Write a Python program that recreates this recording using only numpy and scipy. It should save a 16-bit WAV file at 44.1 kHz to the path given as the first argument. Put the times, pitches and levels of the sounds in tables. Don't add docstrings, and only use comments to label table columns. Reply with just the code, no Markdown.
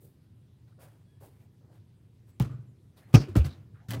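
import sys
import numpy as np
from scipy import signal
from scipy.io import wavfile

SR = 44100
rng = np.random.default_rng(int(sys.argv[2]) if len(sys.argv) > 2 else 0)


def materialize(psi):
    bounded = np.clip(np.atleast_2d(psi).T, -1, 1)
    quanta = np.round(bounded * 32767).astype(np.int16)
    wavfile.write(sys.argv[1], SR, quanta)


def volts(x):
    e = np.asarray(x, float) / 20
    return 10 ** e


N = 176400
TIME_S = np.arange(N) / SR
BAND_EDGES_HZ = 25 * 2 ** np.arange(0, 9.4, 1 / 3)
BAND_HZ = np.sqrt(BAND_EDGES_HZ[1:] * BAND_EDGES_HZ[:-1])

# start_s, pitch_hz, level_db, hold_s, t60_s
PUNT_MODES = [
    (2.4035, 125.5, -17.5, 0.017, 0.098),
    (2.4, 177, -22.5, 0.008, 0.093),
    (2.402, 67, -34, 0.025, 0.18),
    (2.399, 302, -34, 0.0059, 0.038),
]
# start_s, pitch_hz, level_db, hold_s, t60_s
THUDS = [(3.1398, 135, -5, 0.017, 0.02), (3.1416, 258, -10, 0.013, 0.02), (3.146, 108, -14, 0.03, 0.05),
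         (3.1425, 175, -16, .012, .04), (3.142, 346, -20, .008, 0.03), (3.15, 56, -24, 0.024, 0.11),
         (3.2, 139, -24, 0.0052, 0.16), (3.283, 355, -36, 0.013, 0.04), (3.29, 95, -35, 0.048, 0.12),
         (3.357, 190, -16.5, 0.0117, 0.049), (3.358, 297, -18, 0.0085, 0.016),
         (3.3705, 85, -10, 0.0073, .03), (3.3635, 125, -15, 0.008, .03), (3.3885, 79, -13, 0.024, 0.12),
         (3.446, 138, -27.5, 0.021, 0.095), (3.449, 83.8, -28.5, 0.024, 0.21),
         (3.886, 115.2, -33, 0.067, 0.59), (3.888, 188, -38, 0.015, 0.13)]
# start_s, level_db, hold_s, t60_s,
# tilt_db_per_octave
SLAPS = [(2.4, -37, 0.0082, 0.11, 0.45), (2.413, -52, 0.0032, 0.058, 5.5), (2.422, -55, .004, .08, 3),
         (2.447, -63, .005, 0.097, 4.5), (2.497, -72.5, 0.0073, 0.54, -4),
         (3.128, -50.5, 0.0074, 0.036, 2.5), (3.1394, -27, 0.017, 0.069, 1.35),
         (3.162, -48.5, 0.013, 0.074, -5), (3.197, -49.5, 0.038, 0.069, 0), (3.283, -61, 0.016, 0.11, 3),
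         (3.3533, -34.5, 0.0065, 0.032, -1), (3.363, -38, 0.012, 0.093, 4.5),
         (3.443, -49, 0.0054, 0.078, 1), (3.446, -49.5, 0.0063, 0.073, 4), (3.454, -49.5, 0.01, 0.076, 4.5),
         (3.8857, -46.5, 0.016, 0.1, 4), (3.91, -38, 0.0051, 0.074, 4.5), (3.935, -43, 0.012, 0.13, 1.5),
         (3.996, -58, .01, .1, 5)]
# freq_hz, density_db_per_hz
SLAP_SPECTRUM = [(180, -2), (300, -4.5), (978, -21), (1210, -17), (1870, -22.5), (2700, -24.5),
                 (7570, -36.5), (9000, -38.5), (14700, -43.5), (16000, -42)]
# start_s, peak_db, lowest_hz
CRACKS = [(2.3988, -10.5, 1500), (2.4148, -25, 7000), (2.4222, -17, 5000), (2.448, -36, 5000),
          (3.098, -50, 2500), (3.1404, -5.5, 3000), (3.1468, -5, 1500), (3.149, -9, 4000),
          (3.1535, -5, 1500), (3.161, -18, 2000), (3.33, -40, 5000), (3.354, -22, 3000),
          (3.3605, -21, 3000), (3.366, -13, 2500), (3.451, -32, 3500), (3.456, -29, 5000),
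          (3.8854, -30, 1200), (3.9068, -8, 7500), (3.9125, -15, 8000), (3.9352, -16, 7500),
          (3.941, -22, 8000), (3.9955, -25, 7000)]
# start_s, level_db, hold_s, t60_s, centre_hz
RINGS = [(2.3985, -35.5, 0.004, 0.034, 820), (3.142, -33, .014, .09, 5400), (3.17, -50, .05, .12, 4800),
         (3.49, -62, .045, .1, 4000), (3.385, -52, .03, .1, 2600), (2.446, -54, .01, .08, 1150),
         (2.495, -59, .005, 0.34, 1295), (3.144, -26, 0.012, 0.033, 2576),
         (3.1405, -26, 0.0062, 0.055, 786), (3.157, -41, 0.0085, .1, 1225),
         (3.208, -55.5, 0.03, 0.14, 2590), (3.356, -46.5, 0.0059, 0.25, 1280),
         (3.445, -50.5, 0.0077, 0.1, 1263), (3.446, -51, 0.0065, 0.056, 4500)]
# start_s, peak_db
BLOWS = [
    (3.141, -30),
    (3.147, -27),
    (3.1535, -28),
    (3.163, -34),
    (3.358, -42),
    (3.366, -40),
    (3.449, -48),
]
# pitch_hz, level_db, t60_s
PANEL_MODES = [(456, -3, .07), (620.5, -10, .05), (727, -5, .05), (1233, -3, .07), (2060, -12, .04),
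               (2280, -10, .04), (2460, -10, .04), (2690, -8, .03), (3190, -10, .03), (5690, -20, .03),
               (6190, -20, .03)]
# start_s, peak_db
TAPS = [
    (3.885, -51.5),
    (3.907, -33),
    (3.917, -40),
    (3.935, -35.5),
    (3.946, -48),
]
# pitch_hz, level_db, t60_s
FRAME_MODES = [(1770, -4, .03), (3110, -2, 0.015), (4330, -5, 0.016), (2000, -16.5, 0.13)]
# start_s, level_db, hold_s, t60_s, tilt_db_per_octave
STEPS = [(0.0, -75, 0.042, 0.42, 8.5), (0.659, -72.5, 0.039, 0.21, 0.5), (0.79, -57.5, 0.052, 0.19, 2.5),
         (0.863, -71.5, .06, 0.75, 1), (1.201, -65, .06, 0.22, 5), (1.305, -76, 0.069, 0.39, 2),
         (1.393, -71.5, 0.034, 0.22, 2), (1.6, -80, .1, 0.08, -5.5), (1.71, -67.5, 0.051, 0.21, 0.5),
         (2.265, -69.5, 0.04, 0.088, 3.1), (2.96, -60, 0.02, 0.34, 2), (3.069, -66, 0.063, 0.6, -0.5)]
# freq_hz, density_db_per_hz
STEP_SPECTRUM = [(280, -4.5), (600, -4.5), (1340, -12.5), (2400, -20), (7000, -30.5), (8500, -25.5),
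                 (16000, -29)]
# start_s, level_db, hold_s, t60_s, centre_hz
THUMPS = [(0.018, -63.5, 0.047, 0.22, 388.9), (0.78, -65, 0.078, 0.19, 580),
          (1.206, -63.5, 0.012, 0.083, 780), (1.221, -55.5, 0.014, 0.21, 550),
          (1.685, -67.5, 0.044, 0.1, 550), (2.4, -43, 0.0057, 0.17, 426), (2.968, -68, 0.02, 0.15, 4000),
          (3.0, -72, .07, .2, 1900), (.675, -76, .01, .06, 1600), (.719, -74, .01, .05, 1300),
          (1.402, -74, .008, .06, 2500), (1.21, -57, .05, 0.36, 370), (0.786, -66, 0.0091, 0.092, 1100),
          (3.92, -47, 0.046, .15, 600), (2.42, -44.5, 0.018, 0.36, 200), (3.742, -69, .07, 0.2, 1350),
          (3.8, -70, 0.062, .2, 750), (3.357, -33, 0.011, 0.14, 457), (3.895, -46, 0.09, 0.15, 240),
          (3.142, -25, 0.013, 0.15, 325), (3.57, -50, 0.17, 0.43, 107.6)]
# start_s, length_s, first_hz, last_hz, level_db
BIRDS = [
    (2.27, .1, 8150, 7300, -85),
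    (2.5, .062, 7800, 7100, -84),
    (2.66, .07, 7450, 6500, -88),
    (2.76, .07, 4300, 4250, -91),
    (1.065, .115, 3400, 3220, -84),
    (1.07, .14, 1650, 1760, -85),
    (.47, .11, 3550, 3400, -90),
    (.89, .08, 3350, 3350, -89),
    (1.84, .14, 3550, 3450, -90),
    (3.04, .035, 4250, 4250, -82),
]
# freq_hz, level_db
RUMBLE_SPECTRUM = [(15, -61.5), (25, -24.5), (59, -16.5), (85, -7.5), (113, -0.5), (186, -15), (214, -17),
                   (349, -21.5), (700, -44), (910, -41.5), (1540, -120)]
# freq_hz, level_db
HISS_SPECTRUM = [(400, -10.5), (600, 2), (1300, -2.5), (3700, -4), (7000, -11.5), (9000, -9), (14000, -14),
                 (16500, -11.5)]


def rms_one(x):
    return x / np.sqrt(np.mean(x ** 2) + 1e-20)


def drift(rate_hz):
    pole = np.exp(-80 * np.pi * rate_hz / SR)
    white = rng.standard_normal(N // 40 + 2002)
    slow = signal.lfilter([1], [1, -2 * pole, pole * pole], white)[2000:]
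    return np.interp(np.arange(N) / 40, np.arange(len(slow)), rms_one(slow))


def shape(t, rise_s, hold_s, t60_s):
    return (1 - np.exp(-t / rise_s)) * volts(-60 * np.maximum(t - hold_s, 0) / t60_s)


def thuds(rows, wobble_db, wobble_rad):
    out = np.zeros(N)
    for start_s, pitch_hz, level_db, hold_s, t60_s in rows:
        t = np.maximum(TIME_S - start_s, 0)
        late = np.clip(t / 0.059, 0, 1)
        level = volts(level_db + wobble_db * late * drift(4))
        phase = 2 * np.pi * pitch_hz * t + wobble_rad * late * drift(30)
        out += level * shape(t, 0.0011, hold_s, t60_s) * np.sin(phase)
    return out


def punt():
    first_echo_s, flutter_s, uneven_s = 0.051, 0.044, 0.003
    first_db, loss_db, uneven_db = -10, 3.5, 2.5
    main = thuds(PUNT_MODES[:1], 0, 0)
    out = thuds(PUNT_MODES, 0, 0)
    for k, (later, louder) in enumerate(rng.uniform(-1, 1, (7, 2))):
        delay_s = first_echo_s + k * flutter_s + uneven_s * later
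        echo_db = first_db - k * loss_db + uneven_db * louder
        out += volts(echo_db) * np.interp(TIME_S - delay_s, TIME_S, main)
    return out


def bursts(noise, rows, spectrum, rise_s, tail_db, tail_t60_s):
    out = np.zeros(N)
    octave = np.log2(BAND_HZ / 2000)[:, None]
    shrink = 2 ** (-0.13 * octave)
    colour = volts(at_hz(spectrum, BAND_HZ))[:, None]
    scale = np.std(np.sum(colour * noise, axis=0))
    for start_s, level_db, hold_s, t60_s, tilt_db in rows:
        i = int(start_s * SR)
        t = TIME_S[:min(N - i, SR // 2)]
        direct = shape(t, rise_s, hold_s, t60_s * shrink)
        tail = volts(tail_db - 0.96 * octave) * shape(t, 0.0033, hold_s, tail_t60_s * shrink)
        tilted = colour * volts(tilt_db * octave) * noise[:, i:i + len(t)]
        out[i:i + len(t)] += volts(level_db) / scale * np.sum(tilted * (direct + tail), axis=0)
    return out


def cracks():
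    out, white = np.zeros(N), rng.standard_normal(N)
    for start_s, peak_db, lowest_hz in CRACKS:
        i = int(start_s * SR)
        t = TIME_S[:min(N - i, SR // 20)]
        snap = volts(peak_db - 10) * shape(t, 0.00033, 0, 0.0049) * white[i:i + len(t)]
        highpass = signal.butter(2, lowest_hz, "high", fs=SR, output="sos")
        out[i:i + len(t)] += signal.sosfilt(highpass, snap)
    return signal.lfilter([0.6], [1, -0.4], out)


def knocks(rows, width_octaves, rise_s):
    out = np.zeros(N)
    grain = rng.standard_normal(N) * volts(2 * drift(200))
    for start_s, level_db, hold_s, t60_s, centre_hz in rows:
        i = int(start_s * SR)
        t = TIME_S[:min(N - i, SR // 2)]
        band_hz = centre_hz * 2 ** (np.array([-0.5, 0.5]) * width_octaves)
        sos = signal.butter(1, band_hz, "band", fs=SR, output="sos")
        tone = rms_one(signal.sosfilt(np.vstack([sos, sos]), grain))[i:i + len(t)]
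        out[i:i + len(t)] += volts(level_db) * shape(t, rise_s, hold_s, t60_s) * tone
    return out


def struck(taps, modes):
    out = np.zeros(N)
    uneven_db = rng.normal(0, 2.5, (len(taps), len(modes)))
    for (start_s, peak_db), chances_db in zip(taps, uneven_db):
        i = int(start_s * SR)
        t = TIME_S[:min(N - i, SR // 4)]
        for (pitch_hz, level_db, t60_s), chance_db in zip(modes, chances_db):
            decay = volts(peak_db + level_db + chance_db - 60 * t / t60_s)
            out[i:i + len(t)] += decay * np.sin(2 * np.pi * pitch_hz * t)
    return out


def footsteps(rustle):
    brush = bursts(rustle, STEPS, STEP_SPECTRUM, rise_s=0.017, tail_db=-19, tail_t60_s=0.36)
    return brush + knocks(THUMPS, width_octaves=0.75, rise_s=0.0022)


def birds():
    out = np.zeros(N)
    for start_s, length_s, first_hz, last_hz, level_db in BIRDS:
        u = np.clip((TIME_S - start_s) / length_s, 0, 1)
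        glide = 0.6 * u + 0.4 * u ** 4
        pitch_hz = first_hz + (last_hz - first_hz) * glide + 40 * drift(15)
        swell = np.sin(np.pi * u) ** 0.3 * (u < 1)
        out += volts(level_db + 3) * swell * np.sin(2 * np.pi * np.cumsum(pitch_hz) / SR)
    return out


def at_hz(points, hz):
    freq_hz, level_db = np.transpose(points)
    return np.interp(np.log(hz), np.log(freq_hz), level_db, left=-70, right=-70)


def bands():
    white = rng.standard_normal((2, N + SR // 2))
    out = []
    for k, edges_hz in enumerate(zip(BAND_EDGES_HZ, BAND_EDGES_HZ[1:])):
        sos = signal.butter(2, edges_hz, "band", fs=SR, output="sos")
        out.append(signal.sosfilt(sos, white[k % 2])[SR // 2:])
    return np.array(out)


def steady(noise, spectrum, level_db, patchy_db):
    gains = [volts(at_hz(spectrum, hz) + patchy_db * drift(9)) for hz in BAND_HZ]
    return volts(level_db) * rms_one(np.sum(noise * gains, axis=0))


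def scene():
    air = bands()
    rustle = bands() * volts(1.4 * drift(150))
    ball = punt() + thuds(THUDS, wobble_db=3.5, wobble_rad=0.52) + cracks()
    ball += knocks(RINGS, width_octaves=0.4, rise_s=0.0014)
    ball += bursts(rustle, SLAPS, SLAP_SPECTRUM, rise_s=0.0006, tail_db=-16, tail_t60_s=0.54)
    bodies = struck(BLOWS, PANEL_MODES) + struck(TAPS, FRAME_MODES)
    steps = footsteps(rustle[:, ::-1])
    rumble = steady(air, RUMBLE_SPECTRUM, level_db=-56, patchy_db=0.5)
    hiss = steady(air[:, ::-1], HISS_SPECTRUM, level_db=-78.5, patchy_db=1.86)
    return (ball + bodies + steps + birds() + rumble + hiss)[None]


def top_cut(x):
    return signal.sosfilt(signal.butter(12, 16980, fs=SR, output="sos"), x)


def record(dry):
    rounded = 1.48 * np.tanh(dry / 1.548)
    highpass = signal.butter(3, 45, "high", fs=SR, output="sos")
    lowpass = signal.cheby2(10, 50, 16800, fs=SR, output="sos")
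    mix = signal.sosfilt(lowpass, signal.sosfilt(highpass, rounded))
    return top_cut(mix)


dry = scene()
out = record(dry)
materialize(out)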